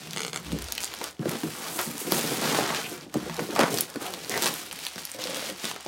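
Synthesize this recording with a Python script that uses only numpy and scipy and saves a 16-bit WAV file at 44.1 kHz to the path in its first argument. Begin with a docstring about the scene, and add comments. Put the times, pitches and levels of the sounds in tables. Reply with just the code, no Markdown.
"""Thin plastic film is peeled off a cardboard box: creases snap singly over a dense crinkle of ringing clicks.
Stretched film and a taut seam creak in runs of slips, each slip setting short damped resonances ringing.
Fingers and tugs knock the hollow box, palms rub it, loose film slaps its open end: decaying panel and air modes.
Low filtered noise is the box shifting on a straw mat and a brief hum; sparse random echoes make a small room."""
import sys
import numpy as np
from scipy import signal
from scipy.fft import rfft, irfft
from scipy.io import wavfile

SR = 44100
rng = np.random.default_rng(int(sys.argv[2]) if len(sys.argv) > 2 else 0)


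def int16_out(signal):
    """Quantize to a 16-bit WAV file."""
    q = np.round(np.clip(np.atleast_2d(signal).T, -1, 1) * 32767)
    wavfile.write(sys.argv[1], SR, q.astype(np.int16))


N = 258955  # length in samples

# Crease sizes, large to fine. Each row: lowest pitch in Hz, highest pitch in Hz, creases per second,
# size spread in dB (positive: a few stand out loud; negative: a few drop faint).
CREASE_SIZES = [(588, 1800, 1700, 2), (1950, 6350, 2500, 1.5), (6400, 11700, 2700, -3)]
# Film worked in overlapping long grips and short tugs. Each row: time at full strength in seconds, time to climb
# 20 dB in seconds (zero or less: at once), hold in seconds (sign ignored), middle creases in dB,
# large folds in dB relative to middle, fine creases in dB relative to middle.
FILM_TUGS = [(0.01, 2, 0.14, -47.5, -6, -8), (0.183, 0.16, 0.11, -51, 1, 1),
             (0.33, 0.005, 0.049, -50, 6.5, 0), (0.464, 0.1, 0.55, -45.5, -4, -8),
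             (0.814, -0.08, 0.019, -43, -10, 2), (1.033, 0.05, 0.048, -42, 0, -6),
             (1.212, 0.04, 0.076, -54.5, 6, -4), (1.289, 0.06, 0.071, -42, 1.5, -3),
             (1.383, -0.06, 1.56, -46, -1.5, 1.5), (1.656, 0.16, 0.032, -42.5, 3, -18),
             (1.763, 0.23, 0.089, -49, -16, 12.5), (1.791, 0.02, 0.0075, -34, 4, -16),
             (1.991, -0.18, 0.019, -47.5, 0, 13.5), (2.133, 0.09, 0.044, -35, -1.5, 3.5),
             (2.176, 0.05, 0.19, -36.5, -3.5, -0.5), (2.433, 0.1, 0.16, -32, -0.5, -5),
             (2.602, 0, 0.12, -37.5, 4.5, -10), (2.737, -0.02, 0.056, -34.5, -1.5, -13),
             (2.974, 1.5, 0.052, -50, -1.5, -11), (3.155, 0.06, 0.28, -47, 1, -6.5),
             (3.4, -0.5, 0.049, -48.5, -3, 3), (3.578, 0.33, 0.11, -40, -1, -5),
             (3.602, 0.06, 0.035, -36, 11.5, -21), (3.703, -0.12, 0.12, -39, -4.5, 1),
             (3.879, -0.2, 0.28, -52, 3, -5), (4.008, -0.1, 0.025, -43, 0.5, -2),
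             (4.053, 0.05, 0.031, -43.5, 2.5, -0.5), (4.119, -0.65, 0.56, -45.5, -7, -4.5),
             (4.711, -0.8, 0.45, -46.5, -5.5, -6), (4.304, -0.02, 0.045, -37.5, -4, -6),
             (4.466, 0.16, 0.012, -29.5, -3.5, -2.5), (4.514, -0.17, 0.095, -42.5, -6, 0),
             (4.833, 0.23, 0.038, -44, -12, -4), (4.98, 0, 0.022, -44.5, -7, -1),
             (5.188, -0.1, 0.12, -39.5, -6, -8), (5.365, 0.15, 0.13, -37, -5.5, -6.5),
             (5.655, 0.15, 0.039, -37, -6.5, -5), (5.71, 0.5, .14, -48.5, -3, -15),
             (5.862, 0, .02, -42, -9, -11)]
TUG_FALL_DB_PER_S = 300
# Single snaps of the film. Each row: time in seconds, level in dB, ring pitch in Hz,
# treble tick in dB relative to the level, dull flap in dB relative to the level.
FILM_SNAPS = [(0.1085, -22, 4770, -18, -27.5), (0.072, -28.5, 2500, -15, -17.5),
              (0.1325, -20.5, 3540, -11, -21), (0.466, -29, 3500, -16.5, -9),
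              (0.5185, -22.5, 3320, -20.5, -5), (0.587, -22.5, 5100, -2, -8), (0.622, -26, 3700, 4, -25),
              (0.642, -25.5, 6000, -2, -20), (0.6545, -34, 4500, -6, -25), (0.6846, -24, 4000, -16, -4.5),
              (0.7005, -32, 7500, -12, -27), (0.7216, -14, 5370, -1.5, -18), (0.7512, -21, 4230, -2.5, -28),
              (0.7781, -19.5, 3450, -23.5, -9), (0.78, -14.5, 2580, -19, -26),
              (0.8043, -18, 2520, -14, -30), (0.827, -24, 3500, -15, -20), (0.832, -16, 7000, -22, -24),
              (0.8371, -18, 4600, -18, -11), (0.8436, -13.5, 7100, -27, -40), (0.8535, -21, 6000, -12, -27),
              (0.9382, -20, 3600, -9.5, -9), (0.988, -24.5, 5000, -14, -25), (1.0139, -33, 2260, -11, 16),
              (1.0402, -16, 5900, -21, -10), (1.256, -33.5, 2300, -17, 11), (1.2929, -22.5, 2270, 3.5, -22),
              (1.3154, -27.5, 3310, 8, -19), (1.3536, -30, 2760, -17, 1), (1.433, -30, 2280, -5.5, 7.5),
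              (1.6834, -22, 4030, -14, -28), (1.79, -24.5, 2770, -16.5, 11), (1.813, -17, 12500, -3, -30),
              (1.193, -38.5, 2500, -22, 6.5), (1.9127, -26, 12310, -8, -34), (1.9798, -17, 9800, -15, -32),
              (2.1208, -10, 3940, 4, -2.5), (2.2104, -16, 6970, -15.5, -23), (2.5458, -25, 6310, -4, 11),
              (2.5882, -25, 3770, -19, 3), (2.6905, -21, 3200, -15, -6), (2.7467, -15.5, 1980, -28, -29),
              (2.895, -22.5, 8960, -17, -25), (3.141, -22, 6400, -8, -3), (3.2961, -34.5, 2420, -18.5, 13),
              (3.3427, -25, 5500, -17, -18), (3.3662, -22.5, 5100, -21, -10), (3.5075, -26, 3800, -17, -14),
              (3.3928, -29, 2070, -20, 11), (3.551, -22.5, 5570, -18, -10), (3.5612, -19, 2800, -25, 2.5),
              (3.5918, -17, 3220, -20, 10), (3.6032, -17, 3360, -21, 1), (3.611, -13, 2660, -29, 3.5),
              (3.623, -23, 2800, -20, -17), (3.6329, -20, 2800, -22, 5), (3.7416, -13, 6200, -16, -17),
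              (3.745, -20, 5500, -12, -22), (3.7735, -14, 5450, -22, -9.5), (3.7852, -11.5, 4840, -6, -9),
              (3.808, -3.5, 9800, -26, -45), (3.9, -26.5, 6740, -20, -34.5), (3.9404, -29, 5430, -27, -21),
              (3.9585, -25.5, 1300, -23.5, -1), (4.064, -21, 3230, -18, -21), (4.1377, -18, 3440, -10, -7),
              (4.246, -23.5, 4460, -16, -26), (4.295, -13.5, 8100, -28, -21),
              (4.3758, -14.5, 5300, -17, -3), (4.4222, -8.5, 6100, -7, -31), (4.4285, -15, 5000, -17, -11),
              (4.4355, -12, 5190, -17, -10), (4.443, -12, 5100, -15, -13), (4.4582, -10, 6460, -20, -7),
              (4.4655, -10.5, 4170, -20, -13), (4.474, -12, 4650, -22, -13), (4.5391, -22.5, 3440, 7, -14),
              (4.712, -21.5, 2980, -18, -14), (4.727, -20.5, 7200, -13, -9), (4.789, -23, 2980, 2, -25),
              (4.8504, -19.5, 5260, -20, -18), (4.866, -12, 3770, -16, -13.5), (4.958, -25, 4500, -23, -6),
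              (4.98, -27, 2500, -20, -4), (5.034, -30, 4000, -11, -18), (5.0518, -17.5, 6100, 0, -28),
              (5.1158, -20.5, 7200, -22, -33), (5.1455, -26.5, 4240, -4, -30),
              (5.239, -15.5, 4060, -26, -27), (5.2718, -18, 3500, -24, -24), (5.345, -17, 5260, -13, -14),
              (5.4987, -23, 3100, -19, -24), (5.6435, -19, 3360, -18, -16), (5.653, -13.5, 3470, -25, -12),
              (5.713, -22, 3220, -20, -2.5), (5.7617, -24, 2560, -23, -0.5)]
JERK = 3  # height of a snap's first jerk; its noise rattle starts at rms 1
# A taut seam lets go in slips. Each row: time in seconds, peak level in dB.
SEAM_SLIPS = [(0.162, -14), (0.172, -11.5), (0.1807, -17), (0.193, -13), (0.2044, -12), (0.2174, -13.5),
              (0.2322, -12.5), (0.2485, -11.5), (0.265, -17), (0.28, -17.5), (0.296, -25.5), (0.331, -13),
              (0.3434, -17), (0.3595, -13.5), (0.3733, -13)]
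# Resonances of the stretched seam. Each row: pitch in Hz, width in Hz, level in dB.
SEAM_MODES = [(430, 80, -3), (1270, 400, 2), (2300, 450, 4), (3200, 450, 5), (4300, 700, 6), (6400, 500, 5),
              (8000, 900, 5)]
# Stretched film creaks in uneven slips. Each row: time in seconds, peak level in dB.
FILM_CREAKS = [(4.3033, -27), (4.315, -18), (4.3243, -21), (4.332, -24), (4.341, -15), (4.3455, -20),
               (4.3525, -20), (4.358, -16), (4.3655, -18), (4.37, -21)]
# Resonances of the creaking film. Each row: pitch in Hz, width in Hz, level in dB.
CREAK_MODES = [(1950, 300, 4), (900, 300, -7), (4500, 3000, 2)]
# Film squeaking over an edge. One row: start in seconds, length in seconds, pitch in Hz, width in Hz, level in dB.
EDGE_SQUEAK = (2.837, .033, 2600, 1100, -37.5)
# Panels and air of the box. Each row: pitch in Hz, level in dB, basic time to fall 60 dB in seconds.
BOX_MODES = [(165, 7, 0.077), (230, 3.5, 0.089), (300, 1.5, 0.087), (358, 0, 0.098), (419.4, 1, 0.055),
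             (483, 2.5, 0.053), (558.4, -2, 0.059), (721, 4.5, 0.029), (805, 0.5, 0.054),
             (1113, 3.5, 0.024)]
# Knocks on the box. Each row: time in seconds, peak level in dB, pitch in Hz that the struck spot favours,
# ring length as a factor (at least 0.2 is used).
BOX_KNOCKS = [(0.53, -16.5, 157, 0.18), (0.563, -23, 323, 0.28), (1.01, -30.5, 485, 1.1),
              (1.194, -20.5, 230, 1.2), (1.256, -16, 374, 0.71), (1.284, -21, 182, 0.86),
              (1.308, -30, 450, 1.4), (1.434, -21.5, 240, 1.6), (1.787, -27.5, 485, 2.3),
              (1.863, -30.5, 240, 5), (2.014, -29.5, 382, 0.78), (2.069, -26, 370, 1.3),
              (2.121, -16, 358, 0.26), (2.319, -23, 490, 1.2), (2.417, -30, 456, 3.3),
              (2.547, -21, 466, 0.71), (2.586, -13, 610, 0.66), (2.916, -31, 358, 1.8),
              (3.065, -33, 395, 0.59), (3.144, -27.5, 500, 2), (3.156, -16.5, 320, 0.84),
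              (3.263, -27.5, 476, 1.1), (3.293, -30, 170, 2.8), (3.389, -22, 470, 1.1),
              (3.419, -22.5, 195, 0.18), (3.489, -23.5, 355, 1), (3.561, -23, 810, 1.3),
              (3.592, -8.5, 660, 0.57), (3.595, -9.5, 610, 0.47), (3.608, -16, 370, 0.63),
              (3.635, -14, 400, 0.21), (3.957, -21, 345, 0.91), (4.016, -31.5, 350, 0.61),
              (4.056, -30, 840, 1.3), (4.075, -28.5, 760, 1.6), (4.293, -29.5, 384, 1),
              (4.346, -25.5, 445, 1.5), (4.96, -32, 258, 0.23), (5.861, -25.5, 520, 0.9)]
# Palms and film drag over the box. Each row: time at full strength in seconds, hold in seconds, level in dB,
# pitch in Hz that the rubbed spot favours.
BOX_RUBS = [(0.005, 0.54, -49.5, 300), (0.452, 0.052, -43, 230), (0.522, 0.035, -36, 260),
            (0.68, 0.35, -50, 382), (1.01, 0.029, -46, 430), (1.204, 0.03, -31.5, 203),
            (1.314, 0.021, -32.5, 314), (1.437, 0.012, -32.5, 240), (1.56, 0.23, -45, 326),
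            (1.723, 0.05, -42, 430), (1.86, 0.062, -39.5, 231), (2.051, 0.061, -38.5, 300),
            (2.126, 0.058, -30.5, 350), (2.24, 0.11, -32.5, 350), (2.417, .16, -31.5, 326),
            (2.608, 0.14, -35.5, 358), (2.807, 0.24, -45, 280), (3.146, 0.012, -31.5, 258),
            (3.383, 0.018, -33.5, 327), (3.52, 0.088, -38, 324), (3.604, 0.097, -31.5, 383),
            (3.721, 0.043, -32, 340), (4.005, 0.12, -41.5, 392), (4.14, 0.17, -47.5, 325),
            (4.326, 0.16, -36.5, 360), (4.555, 0.26, -50, 290), (4.962, 0.0063, -44.5, 292),
            (5.157, 0.36, -45.5, 335), (5.628, 0.029, -42.5, 299), (5.7, 0.046, -47.5, 353)]
RUB_RISE_S, RUB_FALL_DB_PER_S = 0.01, 143  # the rise is the time to climb 20 dB
# Loose film slaps the open end of the lifted box. Each row: time in seconds, peak level in dB.
FILM_SLAPS = [(5.147, -32), (5.191, -27.5), (5.255, -27), (5.293, -26), (5.331, -27), (5.37, -27.5),
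              (5.426, -28.5), (5.495, -27.5)]
# Air pocket of the open end. Each row: pitch in Hz, width in Hz, level in dB.
AIR_POCKET_MODES = [(307.5, 21, -7), (527, 18, 1), (578, 22, -7)]
# The box lands on the mat. Each row: time at full strength in seconds, level in dB.
MAT_THUMPS = [(0.47, -41.5), (3.16, -55)]
THUMP_RISE_S, THUMP_HOLD_S, THUMP_FALL_DB_PER_S = 0.035, 0.16, 94  # the rise is the time to climb 20 dB
THRUM_DB = -66  # low thrum that never stops
# A low hum that dies away as the box lands. One row: end in seconds, pitch in Hz, width in Hz, level in dB.
BOX_HUM = (0.43, 165, 36, -44)
# Echo decay of the room. Each row: frequency in Hz, time to fall 60 dB in seconds.
ROOM_DECAY = [(150, 0.21), (600, 0.13), (2500, 0.15), (8000, 0.15), (16000, 0.023)]
# Colour of the still air. Each row: frequency in Hz, relative level in dB per Hz.
AIR_COLOUR = [(40, -15), (100, 0), (1000, -6), (2500, -14), (8000, -20), (16000, -26)]
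STILL_DB = -63
EDGE_HZ = 15950  # top of the microphone's band


def crinkle():
    """Each crease buckles and rings for a cycle or two at a pitch set by its size."""
    out, t = np.zeros(N), np.arange(300) / SR
    clumps = evened(band(rng.standard_normal(N), 12, 48))  # creases set each other off in bunches
    for size, (low_hz, high_hz, per_s, spread_db) in enumerate(CREASE_SIZES):
        train = clicks(per_s, spread_db)
        which = rng.integers(0, 20, N)  # each crease takes one of 20 pitches
        layer = np.zeros(N)
        for j, hz in enumerate(np.geomspace(low_hz, high_hz, 20)):
            grain = np.sin(2 * np.pi * hz * t) * np.exp(-t * hz / 0.51)
            layer += signal.oaconvolve(train * (which == j), grain / np.linalg.norm(grain))[:N]
        bunched = layer * gain_of(0.98 * clumps)
        out += worked(size) * evened(band(bunched, 1.16 * low_hz, 1.84 * high_hz, order=1))
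    return out


def worked(size):
    """How hard creases of one size (0 large, 1 middle, 2 fine) are being worked, as a gain."""
    s, rise_s, hold_s, db, large_db, fine_db = np.transpose(FILM_TUGS)
    size_db = db + (large_db, 0, fine_db)[size]
    return np.sqrt(strokes(s, rise_s, hold_s, size_db, TUG_FALL_DB_PER_S))


def snaps():
    """A crease lets go in one jerk and a millisecond of rattle: a ringing patch, a treble tick, a duller flap."""
    out, t = np.zeros(N), np.arange(700) / SR
    noise = rng.standard_normal((len(FILM_SNAPS), 3, 700))
    jerk = JERK * (t == 0)
    for (s, db, hz, treble_db, body_db), (patch, fizz, flutter) in zip(FILM_SNAPS, noise):
        ring = band(jerk + patch * np.exp(-t / 0.0011), 0.82 * hz, 1.22 * hz, order=1)
        wide = band(jerk + patch * np.exp(-t / 0.0004), 0.4 * hz, 2 * hz, order=1)
        tick = band(jerk + fizz * np.exp(-t / 0.0006), 7500, 15000)
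        flap = band(2 * jerk + flutter * np.exp(-t / 0.003), 650, 1200, order=1)
        snap = np.zeros(700)
        for part, share_db in ((ring, -3), (wide, -5), (tick, treble_db), (flap, body_db)):
            snap += gain_of(db + share_db) * part / abs(part).max()
        add(out, s + 0.00082, snap)
    return out


def pops():
    """Scattered small jerks with a brief rattle; they stand out most where the film is worked lightly."""
    out, t = np.zeros(N), np.arange(200) / SR
    train = clicks(220, 3.4)
    which = rng.integers(0, 10, N)  # each pop takes one of 10 pitches
    for j, hz in enumerate(np.geomspace(2000, 8000, 10)):
        rattle = rng.standard_normal(200) * np.exp(-t / 0.0007)
        pop = band(JERK * (t == 0) + rattle, 0.7 * hz, 1.5 * hz, order=1)
        out += signal.oaconvolve(train * (which == j), pop / np.linalg.norm(pop))[:N]
    return gain_of(-19.5) * worked(size=1) ** 0.65 * evened(out)


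def slips():
    """Each slip is one sharp jerk that rings the same stretched seam, a little detuned; the box face echoes it."""
    out, t = np.zeros(N), np.arange(600) / SR
    hz, width, mode_db = np.array(SEAM_MODES).T[:, :, None]
    draws = rng.standard_normal((len(SEAM_SLIPS), 3, len(SEAM_MODES), 1))
    onset = np.minimum(t / 0.000087, 1)
    for (s, db), (detune, uneven, lag) in zip(SEAM_SLIPS, draws):
        wave = np.sin(2 * np.pi * hz * (1 + 0.05 * detune) * t + 0.45 * lag)
        ring = onset * np.exp(-np.pi * width * t) * wave
        jerk = (gain_of(mode_db + 1.5 * uneven) * ring).sum(0)
        jerk /= abs(jerk).max()
        add(out, s + 0.0008, gain_of(db) * jerk)
        add(out, s + 0.0022, gain_of(db - 7) * jerk)  # echo off the box face
    return band(out, 280, 16000)  # the film is too small to push deep bass


def creaks():
    """Stretched film sticks and slips; every slip rings the same broad resonances."""
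    return rung(FILM_CREAKS, CREAK_MODES)


def chirp():
    """Film squeaks over an edge: a short rough burst of band-passed noise."""
    s, length_s, hz, width, db = EDGE_SQUEAK
    out, count = np.zeros(N), round(length_s * SR)
    squeak = band(rng.standard_normal(3000), hz - width / 2, hz + width / 2)[-count:]  # settled end of the filter
    add(out, s, gain_of(db) * evened(squeak) * signal.windows.tukey(count, 0.2))
    return out


def knocks():
    """Soft fingers and tugs: a few milliseconds of rise, then the panels ring out."""
    out, t = np.zeros(N), np.arange(8000) / SR
    # a blow starts the modes nearly together; phases in cycles
    phases = 0.35 * rng.random((len(BOX_KNOCKS), len(BOX_MODES)))
    for (s, db, hz, lasting), phase in zip(BOX_KNOCKS, phases):
        ring = box_ring(t, hz, max(lasting, 0.2), phase) * (1 - np.exp(-t / 0.0021))
        add(out, s, gain_of(db) * ring / abs(ring).max())
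    return out


def box_ring(t, spot_hz, lasting, phase):
    """Decaying box modes, strongest near the pitch that the struck spot favours."""
    hz, db, t60 = np.array(BOX_MODES).T[:, :, None]
    near_db = -18 * np.log2(hz / spot_hz) ** 2
    envelope = gain_of(db + near_db - 60 * t / (t60 * lasting))
    return (envelope * np.sin(2 * np.pi * (hz * t + phase[:, None]))).sum(0)


def rubbing():
    """Film and palms drag over the card in uneven slips; the modes nearest the rubbed spot answer most."""
    drag = clicks(600, 3.6)
    t = np.arange(4000) / SR
    strength, spot_hz = rubbed()
    power, out = np.zeros(N), np.zeros(N)
    for hz, db, t60 in BOX_MODES:
        near = gain_of(db - 5.3 * np.log2(hz / spot_hz) ** 2)
        ring = gain_of(-60 * t / (0.8 * t60)) * np.sin(2 * np.pi * hz * t)
        signed_drag = drag * rng.choice([-1, 1], N)  # each mode gets its own signs
        out += near * evened(signal.oaconvolve(signed_drag, ring)[:N])
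        power += near ** 2
    return strength * out / np.sqrt(power)


def rubbed():
    """Strength of the drag, and the favoured pitch averaged over the rubs by their power."""
    s, hold_s, db, hz = np.transpose(BOX_RUBS)
    power = strokes(s, RUB_RISE_S, hold_s, db, RUB_FALL_DB_PER_S)
    weighted_hz = strokes(s, RUB_RISE_S, hold_s, db, RUB_FALL_DB_PER_S, weight=hz)
    return np.sqrt(power), weighted_hz / power


def slaps():
    """Loose film slaps the open end of the lifted box and sets its air pocket ringing."""
    return rung(FILM_SLAPS, AIR_POCKET_MODES)


def rumble():
    """The box shifts on the mat, which thrums low: swells of deep noise over a faint steady floor."""
    s, db = np.transpose(MAT_THUMPS)
    thumps = strokes(s, THUMP_RISE_S, THUMP_HOLD_S, db, THUMP_FALL_DB_PER_S)
    thrum = evened(band(rng.standard_normal(N), 57, 84, order=3))
    return np.sqrt(thumps + gain_of(THRUM_DB) ** 2) * thrum


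def hum():
    """A steady, slightly fuzzy low hum from the held box: a narrow band of noise."""
    end_s, hz, width, db = BOX_HUM
    power = strokes(0, 1, end_s, db, THUMP_FALL_DB_PER_S)
    return np.sqrt(power) * evened(band(rng.standard_normal(N), hz - width / 2, hz + width / 2))


def room(x):
    """Sparse taps of random sign, each band dying at its own speed; three echo patterns trade places."""
    out, at = np.zeros(N), np.arange(120, SR // 2 - 20, 20)
    for k in range(3):
        taps = np.zeros(SR // 2)
        taps[at + rng.integers(0, 20, len(at))] = rng.choice([-1., 1.], len(at))
        hz, t, spectrum = signal.stft(taps, SR, nperseg=256)
        decay = gain_of(-60 * t / read(ROOM_DECAY, hz)[:, None])
        tail = signal.istft(spectrum * decay, SR, nperseg=256)[1]
        # shares swing at 3.5 Hz, a sixth of a cycle apart: their total power stays constant
        share = np.sqrt(2 / 3) * np.cos(np.pi * (7 * np.arange(N) / SR + k / 3))
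        out += signal.oaconvolve(x * share, tail / np.linalg.norm(tail))[:N]
    return out


def still_air():
    """Faint steady hush of the room: noise shaped in frequency."""
    hz = np.fft.rfftfreq(N, 1 / SR)
    spectrum = rfft(rng.standard_normal(N)) * gain_of(read(AIR_COLOUR, hz))
    return gain_of(STILL_DB) * evened(irfft(spectrum, N))


def clicks(per_s, spread_db):
    """Random clicks of either sign, their sizes spread exponentially in dB up to four times spread_db."""
    when, size, sign = rng.random((N, 3)).T
    size_db = spread_db * np.minimum(-np.log(size + 1e-9), 4)
    return (when < per_s / SR) * np.sign(sign - 0.5) * gain_of(size_db)


def strokes(s, rise_s, hold_s, db, fall_db_per_s, weight=1):
    """Summed power of strokes that climb 20 dB in rise_s, hold, and die away; one value per sample."""
    t = np.arange(0, N + 64, 64)[:, None] / SR  # worked out every 64 samples
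    early = np.maximum(s - t, 0)
    late = np.maximum(t - s - np.abs(hold_s), 0)
    level_db = db - 20 * early / np.maximum(rise_s, 1 / SR) - fall_db_per_s * late
    power = gain_of(np.maximum(level_db, -200)) ** 2
    return np.interp(np.arange(N) / SR, t[:, 0], (power * weight).sum(1))


def rung(events, modes):
    """Each event sets the same modes ringing, a little detuned and uneven."""
    out, t = np.zeros(N), np.arange(5000) / SR
    hz, width, mode_db = np.array(modes).T[:, :, None]
    draws = rng.standard_normal((len(events), 2, len(modes), 1))
    for (s, db), (detune, uneven) in zip(events, draws):
        envelope = gain_of(mode_db + 2 * uneven) * np.exp(-np.pi * width * t)
        ring = (envelope * np.sin(2 * np.pi * hz * (1 + 0.02 * detune) * t)).sum(0)
        add(out, s, gain_of(db) * ring / abs(ring).max())
    return out


def gain_of(db):
    """Decibels to amplitude."""
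    return 10 ** (np.asarray(db) / 20)


def evened(x):
    """Scales to rms 1."""
    return x / np.sqrt(np.mean(x ** 2) + 1e-20)


def read(points, hz):
    """Reads a curve on a log-frequency axis."""
    f, value = np.transpose(points)
    return np.interp(np.log(hz + 1), np.log(f + 1), value)


def band(x, low_hz, high_hz, order=2):
    """Band-pass."""
    edges = np.clip([low_hz, high_hz], 20, SR / 2 - 500)
    return signal.sosfilt(signal.butter(order, edges, "bandpass", fs=SR, output="sos"), x)


def add(mix, s, sound):
    """Lays a sound into the mix at time s."""
    part = mix[max(round(s * SR), 0):][:len(sound)]
    part += sound[:len(part)]


def scene():
    """Film and box, their echo, and the low and quiet background."""
    film = crinkle() + snaps() + pops() + slips() + creaks() + chirp()
    box = knocks() + rubbing() + slaps()
    box = band(box, 125, 9000, order=3)  # a small box radiates little deep bass
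    echo = room(gain_of(-11) * (film + box))
    return (film + box + echo + rumble() + hum() + still_air())[None]


def record(dry):
    """The small microphone drops the deepest bass, then everything above its band."""
    thin = signal.sosfilt(signal.butter(6, 58, "highpass", fs=SR, output="sos"), dry)
    lowpass = signal.firwin(511, EDGE_HZ, window=("kaiser", 9), fs=SR)
    return signal.oaconvolve(thin, lowpass[None], "same")


dry = scene()
out = record(dry)
int16_out(out)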